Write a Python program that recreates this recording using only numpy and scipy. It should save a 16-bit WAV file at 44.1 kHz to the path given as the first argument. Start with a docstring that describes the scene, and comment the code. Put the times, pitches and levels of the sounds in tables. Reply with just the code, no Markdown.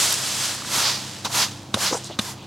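"""A garden path, where a long-handled rake works behind a heap of dry leaves and twigs.
A pushed load slides and settles in a crackle of tiny fractures, and twigs snap. The head lands with
a ringing knock and scrapes forward in quick hissing strokes, gathering leaves and bumping over the
rough ground. A distant machine hums under the outdoor rumble."""
import sys
import numpy as np
from scipy import signal
from scipy.fft import rfft, irfft, next_fast_len
from scipy.io import wavfile

SR = 44100
rng = np.random.default_rng(int(sys.argv[2]) if len(sys.argv) > 2 else 0)


def dump(signal):
    """Clip the signal to [-1, 1] and save it as 16-bit WAV at the path in sys.argv[1]."""
    limited = np.clip(np.atleast_2d(signal).T, -1, 1)
    pcm = np.round(limited * 32767).astype(np.int16)
    wavfile.write(sys.argv[1], SR, pcm)


N = 108530
T = np.arange(N) / SR

# Rake strokes. Each row: start and end of full pressure, attack and release, all in seconds,
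# level in dB, share of leaves gathered by the end from 0 to 1.
RAKE_STROKES = [(0.756, 0.863, 0.029, 0.053, -21, 0.98), (1.253, 1.253, 0.0032, 0.011, -25.5, 1),
                (1.362, 1.426, 0.021, 0.019, -19.5, 0.7), (1.829, 1.873, 0.022, 0.022, -22, 0.78),
                (2.219, 2.3, 0.0098, 0.02, -33, 0)]
# Scrape tone on the bare path, then packed with leaves. Each row: frequency in Hz, level in dB.
BARE_EQ = [(150, -5), (500, -1), (950, 9), (1600, 5), (2400, 2), (3600, 5.5), (6700, 5.5), (8500, 1),
           (11500, -1.5), (16000, -17.5)]
LOADED_EQ = [(150, -14), (450, -6), (950, 2), (1650, -1), (2500, 0), (4800, 7), (6500, 1), (9000, -8.5),
             (16000, -20)]
GATHER_SPAN = (0.28, 0.92)   # the load builds up over this part of a stroke

def strokes():
    """Each stroke starts bright on the bare path and turns to a fuller hiss as leaves gather."""
    bare_power, loaded_power = 0, 0
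    for start, end, attack, release, db, gathered in RAKE_STROKES:
        early, late = np.maximum(start - T, 0) / attack, np.maximum(T - end, 0) / release
        power = from_db(db) ** 2 * np.exp(2 - 2 * np.hypot(1, early + late))
        load = gathered * np.interp((T - start) / (end - start), GATHER_SPAN, [0, 1])
        bare_power += power * (1 - load)
        loaded_power += power * load
    on_path = np.sqrt(bare_power) * coloured(grains(per_s=30000), BARE_EQ)
    in_leaves = np.sqrt(loaded_power) * from_db(1.5) * coloured(grains(per_s=30000), LOADED_EQ)
    return (on_path + in_leaves) * from_db(0.6 * drift(60))


# Envelope of the sliding heap. Each row: time in seconds, level in dB.
HEAP_ENVELOPE = [(0, -17.5), (.12, -20.5), (.18, -24), (.45, -23.5), (.54, -26.5), (.61, -31.5), (.70, -30),
                 (.96, -31.5), (1.08, -33), (1.23, -37.5), (1.49, -34), (1.60, -42), (1.72, -46),
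                 (1.78, -32), (1.96, -35), (2.01, -36.5), (2.17, -44.5), (2.46, -48)]
# Tone of dry leaves. Each row: frequency in Hz, level in dB.
LEAF_EQ = [(200, -14.5), (600, -7), (1250, -3.5), (2350, -5), (3300, -0.5), (5000, 0.5), (7500, 0.5),
           (10000, -5), (13000, -13), (16000, -22.5)]
CRISP_HZ, CRISP_MAX_LOSS_DB = 6000, 13   # the treble above this pitch fades faster than the rest

def heap():
    """Dry leaves crackle against each other, sparser and duller as they come to rest."""
    db = np.interp(T, *np.transpose(HEAP_ENVELOPE))
    fade_db = db - db.max()
    density = from_db(0.7 * fade_db)
    rustle = coloured(grains(per_s=24000 * density) / np.sqrt(density), LEAF_EQ)
    body = butter(rustle, CRISP_HZ, "low")
    body = butter(body[:, ::-1], CRISP_HZ, "low")[:, ::-1]   # backwards too, to stay in phase
    crisp = (rustle - body) * from_db(np.maximum(0.47 * fade_db, -CRISP_MAX_LOSS_DB))
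    return (body + crisp) * from_db(db + 0.67 * drift(20))


# The head hits the ground. Each row: start in seconds, then clack, thud and grit levels in dB.
LANDINGS = [(1.2469, -11.5, -27, -39), (1.7404, -7, -30, -26), (1.743, -31, -14, -17),
            (1.753, -33, -26, -45), (2.189, -6, -34, -21.5), (2.1912, -33, -13.5, -23.5),
            (2.1949, -22, -28, -35)]
# Modes of the head's clack, then of the thud. Each row: pitch in Hz, level in dB, T60 in seconds.
CLACK_MODES = [(570, -9, 0.016), (1107, -12, 0.029), (1247, -4, 0.02), (1546, -11.5, 0.024),
               (2740, -18, 0.02), (3655, -2, 0.022), (3940, -2, 0.019), (6100, -10, 0.021)]
THUD_MODES = [(120, -4, 0.045), (212, 1, 0.034)]
# Tone of grit crushed by the blow. Each row: frequency in Hz, level in dB.
GRIT_EQ = [(100, 1), (700, 2.5), (1300, 4), (2000, -1), (3400, 3), (6500, -3), (10000, -7), (16000, -28)]
CONTACT_S = 0.0024   # the tines meet the ground one after another over about this time

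def knocks():
    """The head lands in up to three quick contacts, each a clack, a thud and crushed grit."""
    clack, thud, crush = 0, 0, 0
    for start, clack_db, thud_db, grit_db in LANDINGS:
        for hz, db, t60 in CLACK_MODES:
            clack += from_db(clack_db + db) * ring(start, hz, t60, CONTACT_S)
        for hz, db, t60 in THUD_MODES:
            thud += from_db(thud_db + db) * ring(start, hz, t60)
        crush += from_db(grit_db) * decay(start, t60=0.042)
    grit = crush * coloured(rng.standard_normal((2, N)), GRIT_EQ)
    return butter(clack, 270, "high") + butter(thud, 94, "high") + grit


# Bumps over rough ground. Each row: start in seconds, level in dB, pitch in Hz.
GROUND_BUMPS = [(0.775, -27, 234), (1.2565, -17, 960), (1.2665, -22, 1020), (1.301, -22.5, 944),
                (1.763, -23, 550), (1.7725, -20.5, 600), (1.913, -18, 460), (1.9245, -16.5, 338),
                (1.9285, -14, 470), (1.945, -19, 940), (1.9485, -17, 460), (1.968, -21, 816),
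                (2.099, -25, 348), (2.109, -27.5, 610)]

def bumps():
    """The dragged head catches and drops with dull, gritty tocks."""
    tocks = sum(from_db(db) * ring(start, hz, t60=0.029) for start, db, hz in GROUND_BUMPS)
    grit_envelope = sum(from_db(db - 10) * decay(start, t60=0.057) for start, db, _ in GROUND_BUMPS)
    return butter(tocks + grit_envelope * noise_band(694, width=0.66), 160, "high")


# Breaking twigs. Each row: start in seconds, level in dB, pitch in Hz.
TWIG_SNAPS = [(0.1256, -16, 10000), (.1275, -21, 5800), (.141, -11.5, 6800), (.62, -23.5, 1400),
              (.648, -22.5, 1090), (1.632, -40, 6960), (2.044, -28.5, 7200), (2.1946, -12, 3120)]

def snaps():
    """Single twigs break: a short burst of splintering rings at the twig's pitch."""
    return sum(from_db(db) * noise_band(hz, width=0.22, envelope=decay(start, t60=0.0088))
               for start, db, hz in TWIG_SNAPS)


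# Tines on stone between strokes. Each row: peak time and length in seconds, level in dB, pitch in Hz.
TINE_SCRATCHES = [(1.935, 0.028, -27.5, 5870), (1.966, 0.03, -32, 6900), (2.061, 0.028, -41.5, 7260),
                  (2.065, 0.042, -39.5, 4500), (2.126, 0.035, -40.5, 3440), (2.414, .09, -48, 3130)]

def scratches():
    """Lightly dragged tines swell and fade in a narrow hiss."""
    return sum(from_db(db) * np.exp(-2 * ((T - peak) / length) ** 2) * noise_band(hz, width=0.28)
               for peak, length, db, hz in TINE_SCRATCHES)


# Partials of the distant machine. Each row: pitch in Hz, level in dB.
HUM_PARTIALS = [(99, -44.5), (129.2, -42.5), (199, -48), (227, -51), (290, -50.5), (338, -51)]

def machine():
    """A far machine hums, each partial flickering in level and wavering in pitch."""
    hum = 0
    for hz, db in HUM_PARTIALS:
        level = from_db(db + 2 * drift(10.3))
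        phase = 2 * np.pi * (hz * T + rng.random()) + 0.23 * drift(1.5)
        hum += level * np.sin(phase)
    return hum


# Tone of the open air. Each row: frequency in Hz, level in dB.
AIR_EQ = [(25, -18), (45, -3), (75, -7), (105, -7), (150, 0.5), (220, -1), (400, -8.5), (900, -8.5),
          (1800, -22.5), (5000, -30.5), (16000, -39)]

def rumble():
    """A steady bed of low outdoor noise."""
    return from_db(-43) * coloured(rng.standard_normal((2, N)), AIR_EQ)


# Stereo width. Each row: frequency in Hz, side level relative to mid in dB.
WIDTH_EQ = [(60, -46), (250, -25), (700, -17), (1500, -13), (3000, -14), (6000, -10.5), (11000, -7.5)]
# Stereo balance. Each row: frequency in Hz, left boost and matching right cut in dB.
PAN_EQ = [(200, 0), (550, -.35), (1100, -.8), (2200, -.3), (4500, -.9), (12000, .5)]

def coloured(pair, eq):
    """Shape two streams as mid and side: slightly right, wider towards the treble, rms 1."""
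    size = next_fast_len(N)
    hz = np.arange(size // 2 + 1) * SR / size
    mid, side = rfft(pair, size) * gain_at(eq, hz)
    sign = np.array([[1], [-1]])   # left, right
    stereo = (mid + sign * side * gain_at(WIDTH_EQ, hz)) * gain_at(PAN_EQ, hz) ** sign
    return rms_one(irfft(stereo, size)[:, :N])


def grains(per_s, spread_db=2):
    """Two unrelated streams of tiny fractures, mostly small, a few large."""
    size = from_db(spread_db * np.minimum(rng.exponential(1, (2, N)), 5))
    return (rng.random((2, N)) < per_s / SR) * size * rng.choice([-1, 1], (2, N))


def noise_band(hz, width, envelope=1):
    """Enveloped noise through a band around a pitch; rms 1 where the envelope is 1."""
    noise, band = rng.standard_normal(N), [hz / (1 + width), hz * (1 + width)]
    return butter(noise * envelope + 1e-18, band, "band") / np.std(butter(noise, band, "band"))


def ring(start, hz, t60, rise=1e-9):
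    """One struck mode, building up over the time of contact."""
    out, first = np.zeros(N), int(start * SR)
    t = T[:min(int(2 * t60 * SR), N - first)]
    envelope = from_db(-60 * t / t60) * (1 - np.exp(-t / rise))
    out[first:first + len(t)] = envelope * np.sin(2 * np.pi * hz * t)
    return out


def decay(start, t60):
    """An envelope that jumps to 1 and dies away."""
    return (T >= start) * from_db(-60 * np.clip((T - start) / t60, 0, 4))


def drift(hz):
    """Smooth random modulation with a spread of 1."""
    pole = np.exp(-80 * np.pi * hz / SR)
    noise = rng.standard_normal(N // 40 + 2002)
    slow = signal.lfilter([1], [1, -2 * pole, pole * pole], noise)[2000:]
    return np.interp(np.arange(N) / 40, np.arange(len(slow)), rms_one(slow))


def butter(x, hz, kind):
    """Second-order Butterworth filter."""
    return signal.sosfilt(signal.butter(2, np.clip(hz, 10, .45 * SR), kind, fs=SR, output="sos"), x)


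def gain_at(eq, hz):
    """Gain of an EQ curve on a log-frequency axis."""
    points_hz, db = np.transpose(eq)
    return from_db(np.interp(np.log(hz + 1), np.log(points_hz), db))


def from_db(db):
    """Decibels to gain."""
    return 10 ** (np.asarray(db) / 20)


def rms_one(x):
    """Scale to unit rms."""
    return x / np.sqrt(np.mean(x ** 2) + 1e-20)


def scene():
    """The raking in open air, over the quiet background."""
    return strokes() + heap() + scratches() + snaps() + knocks() + bumps() + machine() + rumble()


def record(dry):
    """The microphone drops the lowest bass; the top is cut steeply."""
    high_cut = signal.ellip(12, .1, 80, 16000, fs=SR, output="sos")
    return signal.sosfilt(high_cut, butter(dry, 73, "high"))


dry = scene()
out = record(dry)
dump(out)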